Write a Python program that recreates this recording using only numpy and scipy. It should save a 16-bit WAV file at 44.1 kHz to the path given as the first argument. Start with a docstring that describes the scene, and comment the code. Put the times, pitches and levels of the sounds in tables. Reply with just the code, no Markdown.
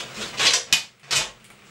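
"""Water spatters onto a hard surface in a small bare room, leaking from a ceiling lamp.
Gushes break into clouds of droplets, some with a dull thump or a hollow ring. One fat drop smacks
down and sets the surface ringing; small drips tick towards the end. An automatic gain control
ducks after each loud splash and lets the room noise creep back."""
import sys
import numpy as np
from scipy import signal
from scipy.fft import rfft, irfft, next_fast_len
from scipy.io import wavfile
from scipy.ndimage import uniform_filter1d

SR = 44100
rng = np.random.default_rng(int(sys.argv[2]) if len(sys.argv) > 2 else 0)


def unload_wav(signal):
    """Save mono or channel-first audio to the path in sys.argv[1] as 16-bit WAV at rate SR, clipped to [-1, 1]."""
    wavfile.write(
        sys.argv[1],
        SR,
        np.round(np.clip(np.atleast_2d(signal).T, -1, 1) * 32767).astype(np.int16),
    )


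N = 74970
T = np.arange(N) / SR
EVENT_T = T[:N // 2]
BASS_HZ, BODY_HZ, BITE_HZ, SIZZLE_HZ = 174, 800, 3200, 11300

# Spray spectrum: freq_hz, density_db
SPRAY_SPECTRUM = [(20, -33), (70, -20), (150, -10.5), (290, -12), (480, -5.5), (750, -9), (1100, -5.5),
                  (1600, -4.5), (2400, -4), (3600, -2.5), (5500, -6), (7600, -7.5), (9500, -18.5),
                  (12000, -27), (15500, -40.5)]
# Gushes: start_s, length_s, level_db, bass_db, body_db, sizzle_db, ring_db, bright_hz
GUSHES = [ (0.000, 0.0084, -32.5, 10.5, 1.5, 1.5, -11, 3500), (0.041, 0.2, -36, 7, 13, 2, -14, 2500),
          (0.145, 0.012, -42.5, 8, 7, 3.5, -17, 4500), (0.162, 0.053, -32, 12, 6, 3.5, -32, 2160),
          (0.207, 0.021, -31, 4, 4.5, -0.5, -27, 3200), (0.237, 0.048, -36.5, 12, 5.5, 4, -20, 4100),
          (0.328, 0.021, -37, 2.5, 11, -5, -14, 2110), (0.369, 0.033, -29, 10.5, -4.5, -4, -6, 4230),
          (0.395, 0.017, -18, -3, 5, -3.5, -28, 2550), (0.408, 0.032, -12, -0.5, 4, -1.5, -12, 3130),
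          (0.451, 0.016, -7, 2.5, -0.5, 0.5, -8, 2870), (0.4669, 0.0071, -1, -13, -18, -6.5, -9, 4200),
          (0.507, 0.0035, -11, -31, -2, 1, -17, 3320), (0.534, 0.0071, -3.5, -16.5, -3.5, 3, -30, 5860),
          (0.665, .055, -28.5, 18, 14, -2, -8.5, 2500), (1.031, 0.019, -33.5, -1, 10, -2.5, -9, 2300),
          (1.063, 0.077, -29, 11, 13.5, -2, -12, 2980), (1.108, 0.015, -11, 1, -3, 2, -17, 5230),
          (1.124, 0.0082, -9.5, -2, -3, -1.5, -29, 4340), (1.15, 0.023, -7, 7.5, 3.5, 13.5, -2.5, 6000),
          (1.179, .030, -14, -0.5, 5, -7, -37, 3200), (1.648, 0.024, -49, 9, 0, 2, -6, 7000),
          (1.668, .040, -45, 16, 10, -2, -10, 2140)]

def splashes(direct_db=-2, bright_db=5, bright_ratio=1.43):
    """Each gush lands as a droplet cloud that echoes in the room and rings the surface."""
    out = np.zeros(N)
    for start_s, length_s, level_db, bass_db, body_db, sizzle_db, ring_db, bright_hz in GUSHES:
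        cloud = droplets(length_s)
        echoed = signal.fftconvolve(cloud, room(direct_db))[:len(cloud)]
        tone = [(BASS_HZ, bass_db), (BODY_HZ, body_db), (BITE_HZ, 0), (SIZZLE_HZ, sizzle_db)]
        peak = [(bright_hz / bright_ratio, 0), (bright_hz, bright_db), (bright_hz * bright_ratio, 0)]
        spray = unit(coloured(echoed, SPRAY_SPECTRUM, tone, peak))
        ring = from_db(ring_db) * surface_ring(cloud)
        add(out, start_s, at_level(spray + ring, level_db))
    return out


def droplets(length_s, rate_per_s=3500, spread_db=3.5):
    """A cloud of tiny impacts that swells, holds for length_s and fades."""
    t = EVENT_T
    sizes = from_db(spread_db * np.minimum(rng.exponential(1, len(t)), 4))
    signs = rng.choice([-1, 1], len(t))
    lands = rng.random(len(t)) < rate_per_s / SR
    attack = np.minimum(t / (0.081 * length_s), 1)
    release = np.exp(-np.maximum(t - length_s, 0) / (0.31 * length_s))
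    return sizes * signs * lands * attack * release


# Fat drop spectrum: freq_hz, density_db
SMACK_SPECTRUM = [(40, -34), (150, -13.5), (370, -19.5), (800, -12.5), (1400, -12.5), (2100, -4.5),
                  (3000, -2.5), (4500, -2.5), (7800, -6.5), (9500, -16.5), (12000, -15.5), (15500, -38.5)]

def smack(start_s=0.7257, level_db=2, spray_db=-1.5, ring_db=-1.5):
    """The fat drop lands in one blow, throws a brief spray and rings the surface."""
    out = np.zeros(N)
    blow = room(direct_db=-18)
    spray = from_db(spray_db) * unit(droplets(length_s=0.011))
    splat = unit(coloured(blow + spray, SMACK_SPECTRUM))
    ring = from_db(ring_db) * surface_ring(click())
    add(out, start_s, at_level(splat + ring, level_db))
    return out


# Surface modes: pitch_hz, level_db, t60_s
SURFACE_MODES = [(911, -18, .25), (1949, -9, .12), (2207, -11, .12), (2478, 0, .22), (2645, -9, .14),
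                 (2784, -10, .16), (2981, -1.5, .21), (3061, -6, .19), (3558, -11, .2), (3738, -10, .2),
                 (4355, -12, .2), (4872, -14, .23), (5480, -12, .19), (6708, -14, .2)]

def surface_ring(impacts):
    """The hard surface rings brightly where water strikes it."""
    return ringing(impacts, SURFACE_MODES)


# Hollow modes: pitch_hz, level_db, t60_s
HOLLOW_MODES = [(398.6, -7, 0.16), (468, -1, 0.31), (528, -1.5, 0.39), (572, -4, 0.5), (646, -2.5, 0.26),
                (714, -1, 0.19)]
# Hollow rings: start_s, level_db
HOLLOW_HITS = [(0.000, -43.5), (0.455, -19.5), (0.536, -20.5)]

def hollow_rings():
    """Droplets excite a tub-like ring that outlasts the splash."""
    out = np.zeros(N)
    for start_s, level_db in HOLLOW_HITS:
        ring = ringing(droplets(length_s=0.026), HOLLOW_MODES)
        add(out, start_s, at_level(ring, level_db))
    return out


# Tick spectrum: freq_hz, density_db
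TICK_SPECTRUM = [(100, -11), (500, -6), (1700, -0.5), (2400, 4.5), (3500, -0.5), (5700, -12), (7500, -7),
                 (9200, -5), (11500, -16), (15500, -26)]
# Ping modes: pitch_hz, level_db, t60_s
PING_MODES = [(2290, 2, 0.057), (2770, -2, 0.024), (3500, -8.5, 0.019)]
# Small drops: start_s, level_db, body_db, sizzle_db
SMALL_DROPS = [(0.997, -45, 4, 4), (1.402, -49.5, 2, -4), (1.4440, -43.5, -5, 12), (1.451, -45, -12, 0.5),
               (1.503, -39.5, 10, 6), (1.591, -51, 10, -14), (1.622, -48.5, 3, -15)]

def drips(ping_db=-7.5):
    """Single small drops land with a sharp tick in the room and a short ping."""
    out = np.zeros(N)
    ping = from_db(ping_db) * ringing(click(), PING_MODES)
    for start_s, level_db, body_db, sizzle_db in SMALL_DROPS:
        tone = [(BODY_HZ, body_db), (BITE_HZ, 0), (SIZZLE_HZ, sizzle_db)]
        tick = unit(coloured(room(direct_db=-4.5), TICK_SPECTRUM, tone))
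        add(out, start_s, at_level(tick + ping, level_db))
    return out


# Low booms: start_s, pitch_hz, level_db, t60_s
BOOMS = [(0.160, 46.3, -51, 1), (0.18, 212, -31.5, 0.28), (0.401, 50, -41, .3), (0.408, 145.6, -25.5, 0.19),
         (0.449, 84, -34, 0.81), (0.719, 52.5, -20, 0.089), (0.722, 156, -16.5, 0.26),
         (1.026, 139.5, -35, 0.85), (1.142, 143, -20, 0.3), (1.185, 46, -30.5, 0.5)]

def thumps(rise_s=0.007):
    """Heavier masses of water land with a low, damped boom."""
    out = np.zeros(N)
    for start_s, pitch_hz, level_db, t60_s in BOOMS:
        envelope = (1 - np.exp(-T / rise_s)) * decay(T, t60_s)
        add(out, start_s, from_db(level_db) * envelope * np.sin(2 * np.pi * pitch_hz * T))
    return out


# Room decay: freq_hz, t60_s
ROOM_DECAY = [(100, 0.61), (260, .38), (600, 0.35), (1800, 0.28), (4800, 0.26), (8000, 0.26), (13000, 0.14)]

def room(direct_db, bands=10, build_s=0.00091):
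    """Response from one landing spot: direct sound, then dense reflections dying band by band."""
    t = EVENT_T
    white = rfft(rng.standard_normal(len(t)))
    freq_hz = np.arange(len(white)) * SR / len(t)
    band_position = at_hz([(80, 0), (16000, bands - 1)], freq_hz + 1)
    tail = np.zeros(len(t))
    for k, centre_hz in enumerate(np.geomspace(80, 16000, bands)):
        weight = np.maximum(1 - abs(band_position - k), 0)
        tail += irfft(white * weight, len(t)) * decay(t, at_hz(ROOM_DECAY, centre_hz))
    return unit(tail * (1 - np.exp(-t / build_s))) + from_db(direct_db) * click()


# Room noise spectrum: freq_hz, density_db
NOISE_SPECTRUM = [(20, -54), (45, -12), (85, -17.5), (130, 2), (165, -10.5), (200, 2), (270, -18),
                  (410, -7), (600, -15), (950, -20.5), (1250, -9.5), (1700, -15.5), (2300, -11),
                  (3600, -18.5), (5700, -24), (8000, -24), (11000, -37), (15500, -39)]

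def background(noise_db=-43, whine_hz=15671, whine_db=-62):
    """Steady room noise and a thin electrical whine."""
    noise = np.sqrt(N) * unit(coloured(rng.standard_normal(N), NOISE_SPECTRUM))
    return from_db(noise_db) * noise + from_db(whine_db) * np.sin(2 * np.pi * whine_hz * T)


def ringing(impacts, modes):
    """Impacts drive one damped resonator per mode, alternating in sign; energy 1."""
    out = np.zeros(len(impacts))
    for k, (pitch_hz, level_db, t60_s) in enumerate(modes):
        radius = decay(1 / SR, t60_s)
        feedback = [1, -2 * radius * np.cos(2 * np.pi * pitch_hz / SR), radius ** 2]
        out += from_db(level_db) * unit(signal.lfilter([0, (-1) ** k], feedback, impacts + 1e-18))
    return unit(out)


def coloured(x, *curves):
    """Minimum-phase filter from the summed dB curves."""
    size = 2 * next_fast_len(len(x))
    freq_hz = np.arange(size // 2 + 1) * SR / size
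    gain_db = sum(at_hz(curve, freq_hz) for curve in curves)
    cepstrum = irfft(np.log(from_db(gain_db)))
    cepstrum[1:size // 2] *= 2
    cepstrum[size // 2 + 1:] = 0
    return irfft(rfft(x, size) * np.exp(rfft(cepstrum)))[:len(x)]


def click():
    """A single impact."""
    return 1.0 * (EVENT_T == 0)


def decay(t, t60_s):
    """Fall of 60 dB per t60_s."""
    return np.exp(-np.log(1000) * t / t60_s)


def from_db(db):
    """Decibels to gain."""
    return 10 ** (np.asarray(db) / 20)


def unit(x):
    """Scale to energy 1."""
    return x / np.sqrt(np.sum(x ** 2) + 1e-20)


def at_level(x, level_db, window_s=0.05):
    """Scale to the energy of window_s of sound at an RMS of level_db."""
    return from_db(level_db) * np.sqrt(window_s * SR) * unit(x)


def at_hz(points, freq_hz):
    """Read a table on a log-frequency axis."""
    knots_hz, values = np.transpose(points)
    return np.interp(np.log(np.maximum(freq_hz, 1)), np.log(knots_hz), values)


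def add(out, start_s, x):
    """Mix x in at start_s."""
    i = int(start_s * SR)
    out[i:i + len(x)] += x[:N - i]


def scene():
    """All sources, mono."""
    return (splashes() + smack() + hollow_rings() + drips() + thumps() + background())[None]


def auto_gain(x, threshold_db=-24, slope=0.57, recover_db_per_s=10,
              sense_s=0.0047, attack_s=0.0011, look_ahead_s=0.00041):
    """Gain that ducks fast on loud sound and recovers slowly."""
    power = uniform_filter1d(x ** 2, int(sense_s * SR))
    level_db = 10 * np.log10(np.maximum(power, 1e-12))
    duck_db = slope * np.maximum(level_db - threshold_db, 0)
    recovery_db = recover_db_per_s * T
    held_db = np.maximum.accumulate(duck_db + recovery_db) - recovery_db
    early_db = np.interp(T + look_ahead_s, T, held_db)
    pole = np.exp(-1 / (attack_s * SR))
    return from_db(-signal.lfilter([1 - pole], [1, -pole], early_db))


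def record(dry, cutoff_hz=16200):
    """Gain control, soft clipping, steep low-pass."""
    clipped = np.tanh(dry * auto_gain(dry[0]))
    lowpass = signal.ellip(10, 0.2, 80, cutoff_hz, fs=SR, output="sos")
    return signal.sosfilt(lowpass, clipped)


dry = scene()
out = record(dry)
unload_wav(out)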